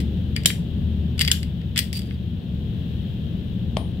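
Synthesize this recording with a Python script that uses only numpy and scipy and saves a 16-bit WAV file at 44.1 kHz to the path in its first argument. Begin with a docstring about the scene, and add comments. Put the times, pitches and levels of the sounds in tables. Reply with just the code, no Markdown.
"""Opening a utility knife

Gloved hands work the two cast-metal halves of a knife apart, close up in a small room. The halves
snap together twice, rattle and scrape as they part, and one is set down on a cutting mat.
The grip damps the metal, so the room carries the tails. A far engine drone and soft hiss lie below."""
import sys
import numpy as np
from scipy import signal
from scipy.fft import rfft, irfft
from scipy.io import wavfile

SR = 44100
rng = np.random.default_rng(int(sys.argv[2]) if len(sys.argv) > 2 else 0)


def unload_wav(signal):
    """Save mono or channel-first audio to the path in sys.argv[1] as 16-bit WAV at rate SR, clipped to [-1, 1]."""
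    wavfile.write(
        sys.argv[1],
        SR,
        np.round(np.clip(np.atleast_2d(signal).T, -1, 1) * 32767).astype(np.int16),
    )


N = 176400
T = np.arange(N) / SR


def from_db(db):
    """Decibels to gain."""
    return 10 ** (np.asarray(db) / 20)


def rms_one(x):
    """Scale to unit rms."""
    return x / np.sqrt(np.mean(x ** 2) + 1e-20)


def pan(db):
    """Stereo gains that put the left side db above the right."""
    return from_db(np.array([[.5], [-.5]]) * db)


def level(rows):
    """A fader ride through rows of seconds and dB."""
    return from_db(np.interp(T, *np.transpose(rows)))


def decay(t, t60):
    """A tail that falls 60 dB in t60 seconds."""
    return np.exp(-np.log(1000) * t / t60)


def at_hz(points, hz):
    """Read a table on a log-frequency axis."""
    freqs, values = np.transpose(points)
    return np.interp(np.log(np.maximum(hz, 1)), np.log(freqs), values)


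def add(out, start_s, x):
    """Mix x in at its start time."""
    i = max(int(start_s * SR), 0)
    out[:, i:i + x.shape[1]] += x[:, :N - i]


def brighten(hz, tilt):
    """Harder contacts favour the highs: a tilt in dB per octave about 4 kHz, flat below 1.5 kHz."""
    return from_db(tilt * np.log2(np.maximum(hz, 1500) / 4000))


def noise(spectrum, size, correlation=None, tilt=0):
    """Coloured stereo noise, at unit rms before the tilt."""
    hz = np.fft.rfftfreq(size, 1 / SR)
    mid, side = rfft(rng.standard_normal((2, size)))
    alike = np.clip(at_hz(correlation, hz), 0, .995) if correlation else 0
    stereo = np.sqrt(1 + alike) * mid + np.sqrt(1 - alike) * side * [[1], [-1]]
    colour = rms_one(from_db(at_hz(spectrum, hz)))
    return irfft(stereo * colour * brighten(hz, tilt), size) / np.sqrt(2)


# Stereo image of rumble, rub and hiss. Each row: frequency in Hz, left-right correlation.
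BED_CORRELATION = [(60, 0.79), (150, 0.98), (300, 0.89), (1000, 0.21), (3000, 0.13), (12000, .1)]
# Colour of the rumble. Each row: frequency in Hz, relative level in dB.
RUMBLE_COLOUR = [(20, -20.5), (35, -9.5), (60, -3.5), (90, 0), (135, -5), (175, 1.5), (225, -6), (270, -14),
                 (360, -19), (500, -25.5), (750, -35), (1100, -45), (2500, -53.5), (6000, -89)]
# Its fader ride. Each row: time in seconds, level in dB.
RUMBLE_RIDE = [(0, -28), (.55, -26), (1.2, -27.5), (1.6, -29), (2.3, -29.5), (2.7, -27), (4, -27)]


def rumble():
    """A low bed of noise that swells gently."""
    return level(RUMBLE_RIDE) * noise(RUMBLE_COLOUR, N, BED_CORRELATION)


# Colour of the hiss. Each row: frequency in Hz, relative level in dB.
HISS_COLOUR = [(300, -6.5), (1200, -15.5), (1700, -7), (2200, -12), (2700, -2.5), (3200, 1.5), (3850, -3),
               (4400, -14), (6000, -24.5), (9500, -30.5), (13000, -23.5), (16000, -22.5)]
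# Its fader ride. Each row: time in seconds, level in dB.
HISS_RIDE = [(0, -49.5), (2.4, -52), (2.9, -49), (3.6, -50.5), (4, -51)]


def hiss():
    """Soft, nearly steady air, leaning left."""
    return pan(7) * level(HISS_RIDE) * noise(HISS_COLOUR, N, BED_CORRELATION)


def mains_hum(hz=119.8, db=-37):
    """One faint, steady tone from the mains."""
    return from_db(db) * np.sqrt(2) * np.sin(2 * np.pi * hz * T)


# The engine's partials. Each row: pitch in Hz, wander in Hz, relative level in dB.
ENGINE_PARTIALS = [(75.8, 2.2, 0.5), (145.6, 3, -7.5), (226.5, 6, -11.5)]
# Their fader ride. Each row: time in seconds, level in dB.
ENGINE_RIDE = [(0, -26), (.28, -31), (.55, -36), (.9, -25.5), (1.3, -27.5), (1.55, -35.5), (1.8, -34.5),
               (2.6, -37), (4, -38)]


def far_engine():
    """A distant drone of low partials, each wandering in pitch."""
    drone = 0
    for hz, wander_hz, db in ENGINE_PARTIALS:
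        wander = np.interp(T, np.linspace(0, T[-1], 40), rng.standard_normal(40))
        phase = 2 * np.pi * np.cumsum(hz + wander_hz * wander) / SR
        drone += from_db(db) * np.sqrt(2) * np.sin(phase)
    return level(ENGINE_RIDE) * drone


# Colour of the reverb. Each row: frequency in Hz, band gain in dB.
REVERB_COLOUR = [(150, -9), (600, -5), (1500, -10), (3200, -10), (6000, -11.5), (10000, -14.5),
                 (15000, -9.5)]
# Its tail. Each row: frequency in Hz, 60 dB decay time in seconds.
REVERB_DECAY = [(300, .35), (2000, 0.24), (6000, 0.24), (15000, 0.22)]
# Its stereo image. Each row: frequency in Hz, share of the reflections common to both sides.
REVERB_SHARED = [(400, 0.814), (1000, .55), (2500, 0.041)]


def room(x, predelay_s=.0029):
    """Dense reflections die away band by band, centred in the lows and wide in the highs."""
    t, edges = T[:N // 7], np.geomspace(120, 17000, 13)
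    white, response = rng.standard_normal((2, 2, len(t))), 0
    onset = np.clip(t / predelay_s - 1, 0, 1)
    for k, (low, high) in enumerate(zip(edges, edges[1:])):
        hz = np.sqrt(low * high)
        tail = onset * decay(t, at_hz(REVERB_DECAY, hz))
        band = signal.sosfilt(signal.butter(2, [low, high], "band", fs=SR, output="sos"), white[k % 2])
        band += at_hz(REVERB_SHARED, hz) * (band[0] - band)
        response += band * tail / np.sqrt(np.sum(tail ** 2)) * from_db(at_hz(REVERB_COLOUR, hz))
    return pan(2) * signal.fftconvolve(x, response, axes=1)[:, :N]


# Colour of the gloves. Each row: frequency in Hz, relative level in dB.
GLOVE_COLOUR = [(150, -9.5), (290, 6.5), (450, -4), (700, -14.5), (1100, -35), (2000, -27.5), (4000, -35),
                (9000, -46)]
# Their fader ride. Each row: time in seconds, level in dB.
GLOVE_RIDE = [(0, -35.5), (.4, -51), (.75, -47), (1.1, -46), (1.3, -87), (2.05, -45.5), (2.3, -56.5)]


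def glove_rub():
    """Gloves rub on the handle with a muffled rustle."""
    return level(GLOVE_RIDE) * noise(GLOVE_COLOUR, N, BED_CORRELATION)


# Contact noise of the loose halves, sliding or knocking. Each row: frequency in Hz, relative level in dB.
SHELL_CRACK = [(200, -29), (900, -19.5), (1400, -8), (1900, 7), (3200, 6), (5000, 0), (6500, -8.5),
               (8500, -5.5), (16000, -13.5)]
# Fader ride of the scrape. Each row: time in seconds, level in dB.
SLIDE_RIDE = [(1.92, -75), (1.93, -43.5), (1.97, -38.5), (2.0, -52.5), (2.06, -56.5), (2.15, -66),
              (2.2, -87)]


def slide(slips_per_s=860, slip_s=.0019, squeak_hz=4740, squeak_width_hz=53):
    """The halves slide apart: tiny slips roughen the scrape and keep one mode of the shell singing."""
    slips = (rng.random(N) < slips_per_s / SR) * rng.uniform(.5, 1, N)
    friction = rms_one(signal.lfilter([1], [1, -np.exp(-1 / (slip_s * SR))], slips + 1e-18))
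    scrape = noise(SHELL_CRACK, N, tilt=3.6) * friction
    radius = np.exp(-np.pi * squeak_width_hz / SR)
    feedback = [1, -2 * radius * np.cos(2 * np.pi * squeak_hz / SR), radius ** 2]
    squeak = rms_one(signal.lfilter([1, 0, -1], feedback, scrape))
    return level(SLIDE_RIDE) * (scrape + squeak)


# Stereo timing of the ring. Each row: frequency in Hz, left side's lead in seconds before lead_scale.
MODE_LEAD = [(700, 0.000053), (1900, .0001), (3200, 0.000049), (5000, 0.00015), (9000, 0.000081),
             (14000, 0.000024)]
# Stereo image of the contact noise. Each row: frequency in Hz, left-right correlation.
CRACK_CORRELATION = [(500, 1), (1200, .6), (2500, .05)]
ATTACK_S, MODE_SCATTER_DB = .00052, 2.2
GRIP_DETUNE = .002  # the shifting grip moves each mode by about this share from hit to hit
CHATTER_S = .011  # dense, quickly damped modes prolong every contact by this much


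def strike(modes, crack_colour, contact_s, tilt, crack_db=.5, lead_scale=1):
    """One hit: a crack of contact noise and decaying modes, each struck with its own strength."""
    t = T[:N // 12]
    hz, db, t60, pan_db = np.transpose(modes)
    gains = from_db(db + MODE_SCATTER_DB * rng.standard_normal(len(hz))) * brighten(hz, tilt)
    hz = hz * (1 + GRIP_DETUNE * rng.standard_normal(len(hz)))
    crack = noise(crack_colour, len(t), CRACK_CORRELATION, tilt)
    hit = from_db(crack_db) * pan(4.5) * crack * decay(t, contact_s + CHATTER_S)
    for k in range(len(hz)):
        lead_s = lead_scale * at_hz(MODE_LEAD, hz[k])
        age = np.maximum(t - [[0], [lead_s]], 0)
        ring = np.sin(2 * np.pi * hz[k] * age) * decay(age, t60[k])
        hit += (-1) ** k * gains[k] * pan(pan_db[k]) * ring
    return hit * (1 - np.exp(-t / ATTACK_S))


# Ring of the half on the mat.
# Each row: pitch in Hz, relative level in dB, 60 dB decay time in seconds, leftward pan in dB.
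MAT_RING = [(392, -8.5, 0.018, -3.5), (623, -1.5, 0.018, 6), (980, -11.5, 0.005, 12),
            (2290, -11, 0.0078, 15), (3180, -6, 0.007, 10), (4340, -15, 0.0065, -14),
            (7840, -36, 0.07, -12), (9180, -37.5, 0.35, -1), (11330, -43, 0.16, 0)]
# Contact noise of the mat. Each row: frequency in Hz, relative level in dB.
MAT_CLACK = [(150, -20), (500, 3.5), (900, 3.5), (1600, -18), (3300, -12), (6000, -20.5), (15000, -48)]


def set_down(start_s=3.7685, db=-10.5):
    """One half meets the cutting mat with a dull clack and a thin ring."""
    out = np.zeros((2, N))
    hit = strike(MAT_RING, MAT_CLACK, contact_s=.0029, tilt=0, crack_db=-.5, lead_scale=-.3)
    add(out, start_s, from_db(db) * hit)
    return out


# Ring of a loose half.
# Each row: pitch in Hz, relative level in dB, 60 dB decay time in seconds, leftward pan in dB.
SHELL_RING = [(1847, -14, 0.012, 9), (2140, -17.5, 0.081, 9), (2902, -4.5, 0.0144, 7.5),
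              (3380, -4.5, .018, 4), (4182, -13.5, 0.011, -6), (4740, -4, .022, 6), (5393, -13, 0.019, 9),
              (7660, -8.5, .018, 2.5), (8340, -15, 0.017, 7), (9080, -24, .03, 5), (10010, -22, .018, 6.5),
              (11250, -16, .022, 7.5), (13100, -21.5, 0.02, 5.5)]
# The rattle. Each row: start in seconds, level in dB, brightness in dB per octave, contact in seconds.
KNOCK_CUES = [(.002, -34, 1, 0.06), (0.3595, -38, 0, .004), (.3635, -16.5, -0.5, .003),
              (0.371, -32.5, -11.5, .003), (.435, -34, 1, 0.0027), (0.4485, -30, -8, 0.0028),
              (0.456, -22, -7.5, .003), (0.503, -26, -12, 0.0037), (1.179, -32, 0, .006),
              (1.1813, -36, -8, .004), (1.1927, -15, 1, 0.0036), (1.205, -21, 2, .004),
              (1.2104, -10, -0.5, 0.007), (1.2157, -7.5, 1, .005), (1.224, -28, 5, .005),
              (1.249, -19, 1.5, 0.0054), (1.263, -39, -1, .008), (1.2768, -12, 0, .002),
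              (1.2818, -16, -1, 0.0047), (1.303, -36, -16, .003), (1.372, -38.5, -11, 0.0023),
              (1.4296, -26.5, 0.5, 0.0045), (1.615, -43, -6.5, .005), (1.76, -24, -2.5, 0.024),
              (1.769, -21, -4, 0.0056), (1.776, -13, 3.5, 0.024), (1.7893, -12, 3.5, 0.021),
              (1.9288, -26.5, 3.5, 0.016), (1.971, -32.5, 7.5, 0.0078), (1.992, -29, 2.5, 0.0054),
              (2.018, -37, 1, 0.0053), (2.109, -41, -10.5, .004)]


def knocks():
    """The loose halves knock together in little clusters, damped by the grip."""
    out = np.zeros((2, N))
    for start_s, db, tilt, contact_s in KNOCK_CUES:
        add(out, start_s, from_db(db) * strike(SHELL_RING, SHELL_CRACK, contact_s, tilt))
    return out


# Ring of the closed handle.
# Each row: pitch in Hz, relative level in dB, 60 dB decay time in seconds, leftward pan in dB.
HANDLE_RING = [(743, -19.5, 0.0079, -3.5), (1630, -16.5, 0.016, 6.5), (3098, -3.5, 0.02055, 3.5),
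               (3650, -7, 0.012, 0), (4530, -5, .016, 0.5), (5560, -7, 0.014, -11), (7430, -4, 0.016, -1),
               (8515, -5, 0.0096, -0.5), (10160, -9, .016, -2), (11300, -11.5, 0.012, 2.5),
               (12850, -10, .014, 4), (14950, -14.5, 0.0079, 2.5)]
# Contact noise of a snap. Each row: frequency in Hz, relative level in dB.
HANDLE_CRACK = [(200, -15.5), (700, -11), (1250, -19.5), (2200, 1), (3300, 10.5), (5000, 2.5), (8000, -1.5),
                (12000, -9), (16000, -8.5)]
# The two snaps. Each row: start in seconds, level in dB, brightness in dB per octave.
SNAP_CUES = [(.458, 2, 1), (1.315, -3.5, 1)]


def snaps(contact_s=.0042):
    """The halves snap hard against each other and ring briefly as one handle."""
    out = np.zeros((2, N))
    for start_s, db, tilt in SNAP_CUES:
        add(out, start_s, from_db(db) * strike(HANDLE_RING, HANDLE_CRACK, contact_s, tilt))
    return out


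def scene():
    """The knife and its reverb over a dry background bed."""
    bed = pan(3) * (rumble() + far_engine() + mains_hum() + glove_rub()) + hiss()
    metal = slide() + snaps() + knocks() + set_down()
    return bed + metal + room(metal)


def record(dry, ceiling=.94, cutoff_hz=15750):
    """Soft clipping rounds the hardest snaps, then a steep low-pass trims the top."""
    clipped = ceiling * np.tanh(dry / ceiling)
    return signal.sosfilt(signal.ellip(14, .1, 70, cutoff_hz, fs=SR, output="sos"), clipped)


dry = scene()
out = record(dry)
unload_wav(out)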